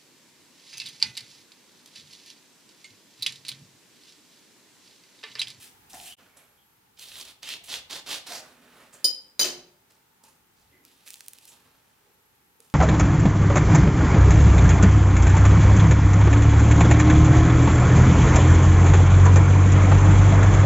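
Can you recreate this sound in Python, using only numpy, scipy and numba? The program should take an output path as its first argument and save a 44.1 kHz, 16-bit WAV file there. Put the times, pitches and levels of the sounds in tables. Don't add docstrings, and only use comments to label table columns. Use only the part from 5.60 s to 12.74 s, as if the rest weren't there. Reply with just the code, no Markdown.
import sys
import numpy as np
from scipy import signal
from scipy.fft import rfft, irfft
from scipy.io import wavfile
from scipy.ndimage import uniform_filter1d
from numba import njit

SR = 44100
rng = np.random.default_rng(int(sys.argv[2]) if len(sys.argv) > 2 else 0)


def waveform_to_disk(signal):
    frames = np.transpose(np.atleast_2d(signal))
    scaled = np.clip(frames, -1, 1) * 32767
    samples = np.round(scaled).astype(np.int16)
    wavfile.write(sys.argv[1], SR, samples)


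def volts_from_decibels(level):
    exponent = np.asarray(level, float) / 20
    return 10 ** exponent


N = 314874
T = np.arange(N) / SR

# (frequency [Hz], level per Hz [dB])
KITCHEN_COLOUR = [(15, -39), (25, -17.5), (53, -6.5), (90, -3), (177, -3), (296, -5.5), (445, -5),
                  (617, -15.5), (878, 0.5), (979, -8), (1320, -7), (5270, -16), (11600, -16.5),
                  (15200, -13), (16500, -31)]
# (frequency [Hz], likeness [0-1])
KITCHEN_ALIKE = [(60, 0.2), (130, 0.9), (290, 0.6), (640, 0), (1410, 0.03), (3100, 0), (6820, 0),
                 (15000, 0)]
# (on [s], off [s], level [dB])
WHINE_TIMES = [(.58, 1.18, -72.5), (5.084, 6.32, -77), (6.515, 7.1, -75.5)]
# (time [s], level [dB])
RUMBLE_SHAKES = [(.4, -68), (1.57, -63), (1.95, -69.5), (2.19, -65), (2.5, -66), (2.9, -75), (3.2, -81),
                 (3.98, -66.5), (5.07, -68), (6.08, -70)]

# (frequency [Hz], width [Hz], level [dB])
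FORK_STROKES = [
    (0.001, 0.048, -56.5, -57, 1),
    (.299, 0.021, -61.5, -60, 3),
    (.34, 0.14, -63.5, -52, 2),
]
FORK_CONTACT = [(0, 3700, -18), (.315, 3300, -28.5), (0.337, 2960, 8.5), (.405, 3480, -5.5),
                (.527, 3100, -20)]
BOWL_BODY = [(736, 76, 11), (316, 240, 0.5), (1560, 630, 1.5)]
# (time [s], rms level [dB], centre [Hz], width [Hz], swell [s])
RUB_PUFFS = [(0.65, -70.5, 2290, 260, .088), (.768, -51.5, 7900, 6400, .0041), (.78, -75, 2351, 460, .027),
             (.972, -66.5, 3250, 490, 0.02), (6.945, -69, 473, 110, 0.0058), (.445, -58, 2940, 410, 0.033),
             (1.366, -59, 4200, 4300, 0.012), (.506, -53, 3130, 440, 0.014), (2.294, -53, 3401, 1500, .004),
             (5.881, -53.5, 7501, 3000, 0.011), (2.32, -48.5, 335, 50, 0.02), (2, -60.5, 690, 120, .012),
             (2.5, -47.5, 381, 34, .0101), (2.7, -44.5, 693, 97, 0.021), (2.78, -54.5, 700, 140, 0.028),
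             (2.9, -64, 251, 62, .084), (4.6, -66, 950, 120, 0.019), (4.64, -62.5, 908, 76, .02),
             (4.645, -65, 2600, 620, 0.015), (5.12, -66, 2055, 270, .031), (5.1, -65, 280, 200, 0.07),
             (5.9, -65, 901, 150, 0.029), (6.996, -58, 439, 72, 0.0053), (3.326, -51, 7621, 5200, .013),
             (5.462, -53, 2900, 2700, 0.012), (3.8, -55.5, 151, 90, 0.045), (3.832, -45.5, 373, 128, .012),
             (6.4, -71.5, 450, 150, 0.075), (1.6, -66.5, 253, 74, 0.037), (1.9, -57.5, 390, 230, 0.029),
             (0.0012, -66.5, 260, 110, 0.029)]
# (time [s], peak level [dB], frequency [Hz])
LOUD_SLIPS = [(.03, -44, 10000), (.3325, -38.5, 5900), (.4, -40, 3320), (.482, -42, 3360),
              (1.392, -43, 4210), (1.486, -34.5, 5160), (1.612, -24.5, 5200), (1.652, -34.5, 5040),
              (1.8305, -27.5, 3960), (1.89, -20, 3380), (1.932, -27.5, 3300), (1.938, -22, 3180),
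              (2.14, -17, 3470), (2.187, -34, 4200), (2.298, -35, 3400), (2.309, -27, 3280),
              (1.3745, -46, 2900), (1.395, -31, 4620), (1.518, -33, 3240), (1.556, -29.5, 3670),
              (1.599, -35, 3600), (1.685, -36, 4050), (1.8325, -31.5, 4500), (1.908, -27, 3200),
              (1.966, -37, 4000), (2.076, -37, 6000), (2.13, -29.5, 3700), (2.329, -27, 3900),
              (2.467, -37, 4360), (2.513, -19.5, 3600), (2.527, -23, 3600), (2.543, -26, 3600),
              (2.548, -26, 4000), (2.72, -26, 4300), (2.76, -33.5, 4900), (.524, -42, 3100)]
# (time [s], level [dB])
SCENE_CHANGE = [
    (.536, 3.5),
    (.552, -9),
    (.56, -86),
    (.569, -14),
    (.586, -2),
]
HAND_STROKES = [(.585, 0.068, -73.5, -73, -8), (.74, 0.03, -111, -65.5, 5), (.93, 0.069, -81, -97, -5.5),
                (2.82, 0.089, -68, -69.5, 0), (2.95, 0.032, -83, -77.5, -6), (3.02, 0.19, -78.5, -65.5, -2),
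                (3.328, 0.0068, -69, -63, 2)]
HAND_CONTACT = [(.58, 2300, 16.3), (.8, 2890, 7.8), (1.0, 3306, 1.8), (2.85, 3561, 16.4), (2.96, 2380, 9.2),
                (3.25, 2270, 11.7), (3.341, 2660, 7.3)]
PALM_BODY = [(250.1, 50, -4), (490.8, 484, 3), (1235, 850, 3)]
SAW_STROKES = [(1.389, 0.036, -48, -46, -2), (1.46, .14, -55, -42.5, -4), (1.65, 0.046, -55, -51.5, -7),
               (1.829, 0.072, -44.5, -34, -17), (2.04, .026, -51.5, -55.5, 3.5),
               (2.085, 0.037, -41.5, -33, -15.5), (2.303, 0.04, -42, -39.5, -18),
               (2.464, 0.057, -44.5, -32, -14.5), (2.668, 0.084, -46, -41, -10.5)]
SAW_CONTACT = [(1.38, 3670, -11), (1.75, 3430, -3.5), (1.88, 3175, -12.5), (2.1, 3590, -7),
               (2.35, 3650, -0.5), (2.55, 3400, -5), (2.7, 4040, 2.5), (2.8, 4700, 0)]
SAW_LIFT_TIMES = [1.455, 1.628, 1.718, 1.97, 2.08, 2.2, 2.4, 2.584, 2.806]
JUICER_BODY = [(337, 240, -4.5), (710, 380, -7), (1290, 3000, 16.5)]

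# (time [s], ring level [dB], rattle level [dB], table thud level [dB])
TIP_BLOWS = [
    (3.4435, -5.5, -36.5, -24),
]
# (time [s], ring level [dB], rattle level [dB], table thud level [dB])
BLADE_BLOWS = [
    (3.7935, -6, -24, -31),
    (3.8105, -8, -27.5, -27.5),
    (3.842, -19.5, -25.5, -27.5),
    (3.862, -19.5, -30.5, -36),
]
STEEL_NOTES = [3078, 3700, 4015, 4400, 4720, 4880, 4985, 5260, 5550, 6190, 6956, 9300, 10450, 11300, 12030,
               12850, 13700, 15050]
# (bunch width [Hz], tip level [dB], blade level [dB], bounce level [dB])
STEEL_LEVELS = [(21, -21.5, -15, -0.5), (250, -19, -9, -13.5), (92, -13.5, 2.5, -1.5),
                (201, -21, -14.5, -16.5), (71, -10, -1, -5), (71, 2, 8, 8), (51, 2, 2.5, 0.5),
                (81, -14, -7, -9), (201, -13.5, -8.5, -12), (71, -22, -2, 5), (51, -4.5, 1.5, -2.5),
                (110.1, 0, 3, 1.5), (301, -17, -22.5, -22), (398, -20, -19, -19), (91, -18, -3, -3.5),
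                (151, -18, -10, -10.5), (151, -21, -9.5, -9), (111, -11.5, -3.5, -3)]
# (after the tip [s], with the blade lying flat [s])
STEEL_DECAY = [(.3, 0.37), (.1, .15), (0.15, 0.3), (.1, .13), (.15, .15), (.1, .12), (.19, .17), (.22, .2),
               (0.17, .2), (.12, 0.38), (.08, .14), (0.059, .08), (.047, .047), (.08, .08), (.12, .12),
               (.1, .1), (.12, .12), (.14, .14)]
# (frequency [Hz], bunch width [Hz], fall by 60 dB [s], level [dB])
TIP_TABLE_MODES = [(250, 40, .1, -2), (305.5, 36, 0.12, 1), (376, 35, .07, -4), (525, 50, .12, 0.5),
                   (750, 80, 0.081, -6), (1000, 110, 0.047, -10), (1500, 450, .06, -12.5)]
# (frequency [Hz], bunch width [Hz], fall by 60 dB [s], level [dB])
BLADE_TABLE_MODES = [(253, 58, 0.3, -5.5), (295, 130, 0.05, -9.5), (365, 29, 0.26, 0), (574, 39, 0.15, -6),
                     (753, 73, 0.069, -9.5), (1390, 320, 0.11, -14)]
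# (frequency [Hz], level per Hz [dB])
RATTLE_COLOUR = [(240, -27.5), (400, -7.5), (1200, -13), (3120, -12), (3370, -12.5), (4880, -4),
                 (8500, -17.5), (15300, -23), (16000, -50.5)]

PULP_STROKES = [(4.3, 0.015, -66, -68.5, -7), (4.638, 0.043, -58.5, -66, 0.5),
                (4.965, 0.22, -69.5, -79, -10.5), (5.25, 0.17, -65, -64, -4),
                (5.462, 0.14, -55.5, -65, 3.5), (5.59, 0.11, -68, -65, 2.5), (5.74, 0.088, -68, -61, 0.5),
                (5.878, 0.03, -55.5, -65, 4.5), (5.92, 0.027, -60, -66, -12), (6.03, 0.16, -78, -75.5, -10),
                (6.25, 0.28, -81, -77.5, -4.5), (7.005, .1, -68.5, -71.5, 2.5)]
PULP_CONTACT = [(4.1, 3200, 10.5), (4.3, 4060, 4), (4.64, 4730, 0.5), (5.0, 4173, 2.5), (5.12, 2080, 4),
                (5.3, 3270, -7), (5.87, 3430, -8), (6.1, 2913, 5), (6.759, 3414, 1)]
# (time [s], peak level [dB], frequency [Hz])
FIBRE_SNAPS = [(4.32, -45, 6000), (4.87, -51, 9000), (5.239, -47, 3900), (5.25, -29, 10000),
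               (5.314, -44, 4000), (5.463, -39, 4000), (5.471, -36, 3000), (5.476, -25, 4000),
               (5.482, -27, 9000), (5.488, -33, 4000), (5.504, -19, 9000), (5.514, -39, 9000),
               (5.531, -30, 10000), (5.535, -30, 4500), (5.5406, -22, 7000), (5.556, -33, 3000),
               (5.569, -40, 3400), (5.606, -25, 3000), (5.608, -38, 4000), (5.6605, -39, 6000),
               (5.662, -36, 7000), (5.6635, -39, 5000), (5.675, -41, 4000), (5.682, -15.5, 11000),
               (5.691, -35, 11000), (5.733, -24, 8000), (5.785, -32, 6000), (5.825, -43, 4000),
               (5.852, -36, 12000), (5.853, -28, 12000), (5.8545, -36, 9000), (5.875, -44, 6000),
               (5.926, -43, 4000), (5.93, -44, 5000), (6.28, -50, 4500), (7.003, -32, 10000),
               (7.0995, -38, 4200), (7.123, -46, 6000)]
# (frequency [Hz], fall by 60 dB [s])
ROOM_DECAY = [(150, 0.74), (600, 0.56), (2500, 0.4), (7000, 0.26), (13000, 0.18)]

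HANDS_LAG = 0.8
FORK_PAN_DB, HANDS_PAN_DB, SAUCER_PAN_DB = -0.5, -3, 0.3
BOTH_SIDES = np.array([[1], [-1]])


def unit(x):
    return x / np.sqrt(np.mean(x ** 2) + 1e-30)


def along(table, hz):
    f, v = np.transpose(table)
    return np.interp(np.log(hz + 1), np.log(f), v)


def colour(x, spectrum):
    gain = volts_from_decibels(along(spectrum, np.fft.rfftfreq(len(x), 1 / SR)))
    return irfft(rfft(x) * gain, len(x))


@njit
def moving_band(x, hz, sharp):
    y, b, l, k = np.empty(len(x)), 0., 0., 1 / sharp
    for i in range(len(x)):
        g = np.tan(np.pi * hz[i] / SR)
        v = (b + g * (x[i] - l)) / (1 + g * (g + k))
        b = 2 * v - b
        l = l + 2 * g * v
        y[i] = k * v
    return y


def band(x, hz, width_hz):
    return moving_band(x, np.full(len(x), 1. * hz), hz / width_hz)


def kitchen():
    alike = np.clip(along(KITCHEN_ALIKE, np.fft.rfftfreq(N, 1 / SR)), 0, 1)
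    mid = colour(rng.standard_normal(N), KITCHEN_COLOUR)
    side = colour(rng.standard_normal(N), KITCHEN_COLOUR)
    mid = irfft(rfft(mid) * np.sqrt(1 + alike), N)
    side = irfft(rfft(side) * np.sqrt(1 - alike), N)
    hum = volts_from_decibels(-64.5) * np.array([mid + side, mid - side]) / np.std(mid)

    switch = sum(volts_from_decibels(db) * (T > on) * (T < off) for on, off, db in WHINE_TIMES)
    whine = unit(band(rng.standard_normal(N), 11380, 51))
    return hum + whine * uniform_filter1d(switch, size=SR // 50)


def rumble():
    rest_db, slope_db_s = -82, 95.5
    shake = volts_from_decibels(rest_db) + sum(volts_from_decibels(db - slope_db_s * np.abs(T - s)) for s, db in RUMBLE_SHAKES)
    return unit(band(band(rng.standard_normal(N), 70, 110), 70, 110)) * shake


def grit(rate, spread_db):
    chance = rng.random((3, N))
    steps = np.repeat(rng.standard_normal(N // 200 + 1), 200)
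    bunch = uniform_filter1d(steps, 200)[:N]
    size = volts_from_decibels(-spread_db * np.log(chance[1] + 0.033) + spread_db * np.tanh(bunch))
    return unit((chance[0] < rate / SR) * size * np.sign(chance[2] - .5))


def pressure(strokes, fall_db_s, ease_s, share):
    bite_s, bite_from_db = 0.0077, -24
    s, swell, bite_db, peak_db = np.transpose(strokes)[:4, :, None]
    after = np.maximum(T - s - swell, 0)
    rise = (bite_db - peak_db) * np.clip(1 - (T - s) / swell, 0, 1)
    db = rise - fall_db_s * after ** 2 / (after + ease_s)
    return volts_from_decibels(peak_db + share * db + bite_from_db * np.clip((s - T) / bite_s, 0, 5))


def rub(strokes, contact, body, fall_db_s, ease_s, rate, spread_db, sharp, skirt, lift=0):
    s, hz, body_db = np.transpose(contact)
    slips = grit(rate, spread_db)
    centre = np.interp(T, s, np.clip(hz, 500, 9000))
    scrape = unit(moving_band(moving_band(slips, centre, sharp), centre, sharp))
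    scrape = unit(scrape + skirt * unit(band(band(slips, 3900, 5200), 3000, 9200)))
    hollow = unit(sum(volts_from_decibels(db) * unit(band(slips, f, w)) for f, w, db in body))
    hollow = hollow * volts_from_decibels(np.interp(T, s, body_db))
    fine = unit(band(band(slips, 9920, 14200), 6100, 11000))

    force = pressure(strokes, fall_db_s, ease_s, 1) * volts_from_decibels(lift)
    body_force = pressure(strokes, fall_db_s, ease_s, 0.66) * volts_from_decibels(lift)
    fine_gain = volts_from_decibels(np.transpose(strokes)[4]) @ force
    return scrape * force.sum(axis=0) + hollow * body_force.sum(axis=0) + fine * fine_gain


def fork_mashing():
    return rub(FORK_STROKES, FORK_CONTACT, BOWL_BODY, fall_db_s=265, ease_s=0.011,
               rate=12000, spread_db=2.7, sharp=0.72, skirt=2.3)


def puffs():
    out, t = np.zeros(N + SR // 2), np.arange(SR // 2) / SR
    for s, db, hz, width_hz, swell_s in RUB_PUFFS:
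        hiss = unit(band(band(rng.standard_normal(len(t)), hz, width_hz), hz, width_hz))
        swell = t / swell_s * np.exp(1 - t / swell_s)
        out[int(s * SR):int(s * SR) + len(t)] += volts_from_decibels(db) * hiss * swell
    return out[:N]


def ticks(events, sharp, length_s, tail, creak_s):
    out, t = np.zeros(N), np.arange(500) / SR - round(creak_s * SR) / SR
    for s, db, hz in events:
        crackle = np.exp(-np.where(t < 0, -3 * t, t) / length_s)
        burst = band((t == 0) + tail * rng.standard_normal(len(t)) * crackle, hz, hz / sharp)
        i = int(s * SR)
        out[i:i + len(t)] += (volts_from_decibels(db) * burst / np.abs(burst).max())[:N - i]
    return out


def loud_slips():
    return ticks(LOUD_SLIPS, sharp=2.6, length_s=0.0014, tail=0.59, creak_s=0.0002)


def hands_rubbing():
    return rub(HAND_STROKES, HAND_CONTACT, PALM_BODY, fall_db_s=120.0, ease_s=0.012,
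               rate=10000, spread_db=1.6, sharp=0.89, skirt=0.66)


def knife_sawing():
    lift_db, lift_s = -9, 0.0077
    lift = lift_db * np.clip((T - np.array(SAW_LIFT_TIMES)[:, None]) / lift_s, 0, 1)
    return rub(SAW_STROKES, SAW_CONTACT, JUICER_BODY, fall_db_s=510, ease_s=0.092,
               rate=8000, spread_db=2.3, sharp=1.23, skirt=0.4, lift=lift)


def ring(modes, t):
    y = 0
    for hz, width_hz, t60, db in modes:
        shift, phase = rng.random((2, 6, 1))
        shift = (np.arange(6)[:, None] + shift) / 3 - 1
        bunch = np.exp(2j * np.pi * (width_hz * shift * t + 0.68 * phase)).sum(axis=0)
        bunch = bunch * np.exp(-t / 0.11)
        z = volts_from_decibels(db) * (1 + 0.5 * bunch) * np.exp((2j * np.pi * hz - np.log(1000) / t60) * t)
        skew = min(hz / 7500, 1) * rng.uniform(.5, 1) * rng.choice([1, -1])
        y = y + np.imag(z * np.exp(1j * skew * BOTH_SIDES))
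    return y / np.abs(y).max()


def clink(blows, rings, table, rattle_s, choke_db):
    out, t = np.zeros((2, N)), np.arange(SR // 3) / SR
    next_touch = [blow[0] for blow in blows[1:]] + [np.inf]
    for (s, ring_db, rattle_db, thud_db), modes, until in zip(blows, rings, next_touch):
        rattle = unit(colour(rng.standard_normal(len(t)), RATTLE_COLOUR)) * np.exp(-t / rattle_s)
        choke = volts_from_decibels(choke_db * np.clip(1 + (s + t - until) / 0.0049, 0, 1))
        bright = volts_from_decibels(ring_db) * ring(modes, t) + volts_from_decibels(rattle_db) * rattle
        bright = bright * choke * (1 - np.exp(-t / 0.00014))
        thud = volts_from_decibels(thud_db) * ring(table, t) * (1 - np.exp(-t / 0.0015))
        out[:, int(s * SR):int(s * SR) + len(t)] += bright + thud
    return out


def no_bass(x, hz):
    return signal.sosfilt(signal.butter(2, hz, "high", fs=SR, output="sos"), x)


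def knife_on_saucer():
    width, tip_db, blade_db, bounce_db = np.transpose(STEEL_LEVELS)
    tip_s, flat_s = np.transpose(STEEL_DECAY)
    tip = np.column_stack([STEEL_NOTES, width, tip_s, tip_db])
    blade = np.column_stack([STEEL_NOTES, width, flat_s, blade_db])
    bounce = np.column_stack([STEEL_NOTES, width, flat_s, bounce_db])
    clinks = clink(TIP_BLOWS, [tip], TIP_TABLE_MODES, rattle_s=0.026, choke_db=0)
    clinks = clinks + clink(BLADE_BLOWS, [blade, bounce, bounce, bounce], BLADE_TABLE_MODES,
                            rattle_s=0.035, choke_db=-11)
    return no_bass(clinks, 190)


def pulp_parting():
    return rub(PULP_STROKES, PULP_CONTACT, PALM_BODY, fall_db_s=157.0, ease_s=0.0075,
               rate=13000, spread_db=4.2, sharp=0.6, skirt=0.19)


def fibres_snapping():
    return no_bass(ticks(FIBRE_SNAPS, sharp=0.42, length_s=0.0007, tail=0.2, creak_s=0.0012), 1500)


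def stereo(x, lag, pan_db):
    late = irfft(rfft(x) * np.exp(-2j * np.pi * np.fft.rfftfreq(N) * lag), N)
    return np.array([late * volts_from_decibels(pan_db / 2), x * volts_from_decibels(-pan_db / 2)])


def room(x):
    t, tails = np.arange(SR // 2) / SR, 0
    for hz, t60 in ROOM_DECAY:
        mid = band(rng.standard_normal(len(t)), hz, 0.95 * hz)
        side = band(rng.standard_normal(len(t)), hz, 0.95 * hz)
        both = mid + min(hz / 1800, 1) * side * BOTH_SIDES
        tails = tails + both * np.exp(-np.log(1000) * t / t60)
    tails = tails * (1 - np.exp(-t / 0.00067))
    return signal.fftconvolve(x[None], tails / np.sqrt(np.sum(tails ** 2) / 2), axes=1)[:, :N]


def scene():
    fork = fork_mashing()
    rubs = knife_sawing() + hands_rubbing() + pulp_parting() + loud_slips() + puffs()
    snaps = fibres_snapping()
    clinks = knife_on_saucer()

    near = stereo(fork, HANDS_LAG, FORK_PAN_DB) + stereo(rubs, HANDS_LAG, HANDS_PAN_DB)
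    near = near + stereo(snaps, HANDS_LAG / 2, HANDS_PAN_DB)
    near = near + clinks * volts_from_decibels(0.5 * BOTH_SIDES * SAUCER_PAN_DB)

    to_room = fork + volts_from_decibels(-2) * rubs + volts_from_decibels(0.5) * clinks.mean(axis=0) + volts_from_decibels(-8) * snaps
    mix = volts_from_decibels(0.66) * near + volts_from_decibels(-4.5) * room(to_room) + kitchen() + rumble()
    return mix * volts_from_decibels(np.interp(T, *np.transpose(SCENE_CHANGE)))


def roll_off(x):
    return signal.sosfilt(signal.butter(12, 16960, fs=SR, output="sos"), x)


def record(dry):
    no_top = signal.sosfilt(signal.ellip(6, .3, 40, 16300, fs=SR, output="sos"), dry)
    mix = signal.sosfilt(signal.butter(1, 30, "high", fs=SR, output="sos"), no_top)
    return roll_off(mix)


dry = scene()
out = record(dry)
waveform_to_disk(out)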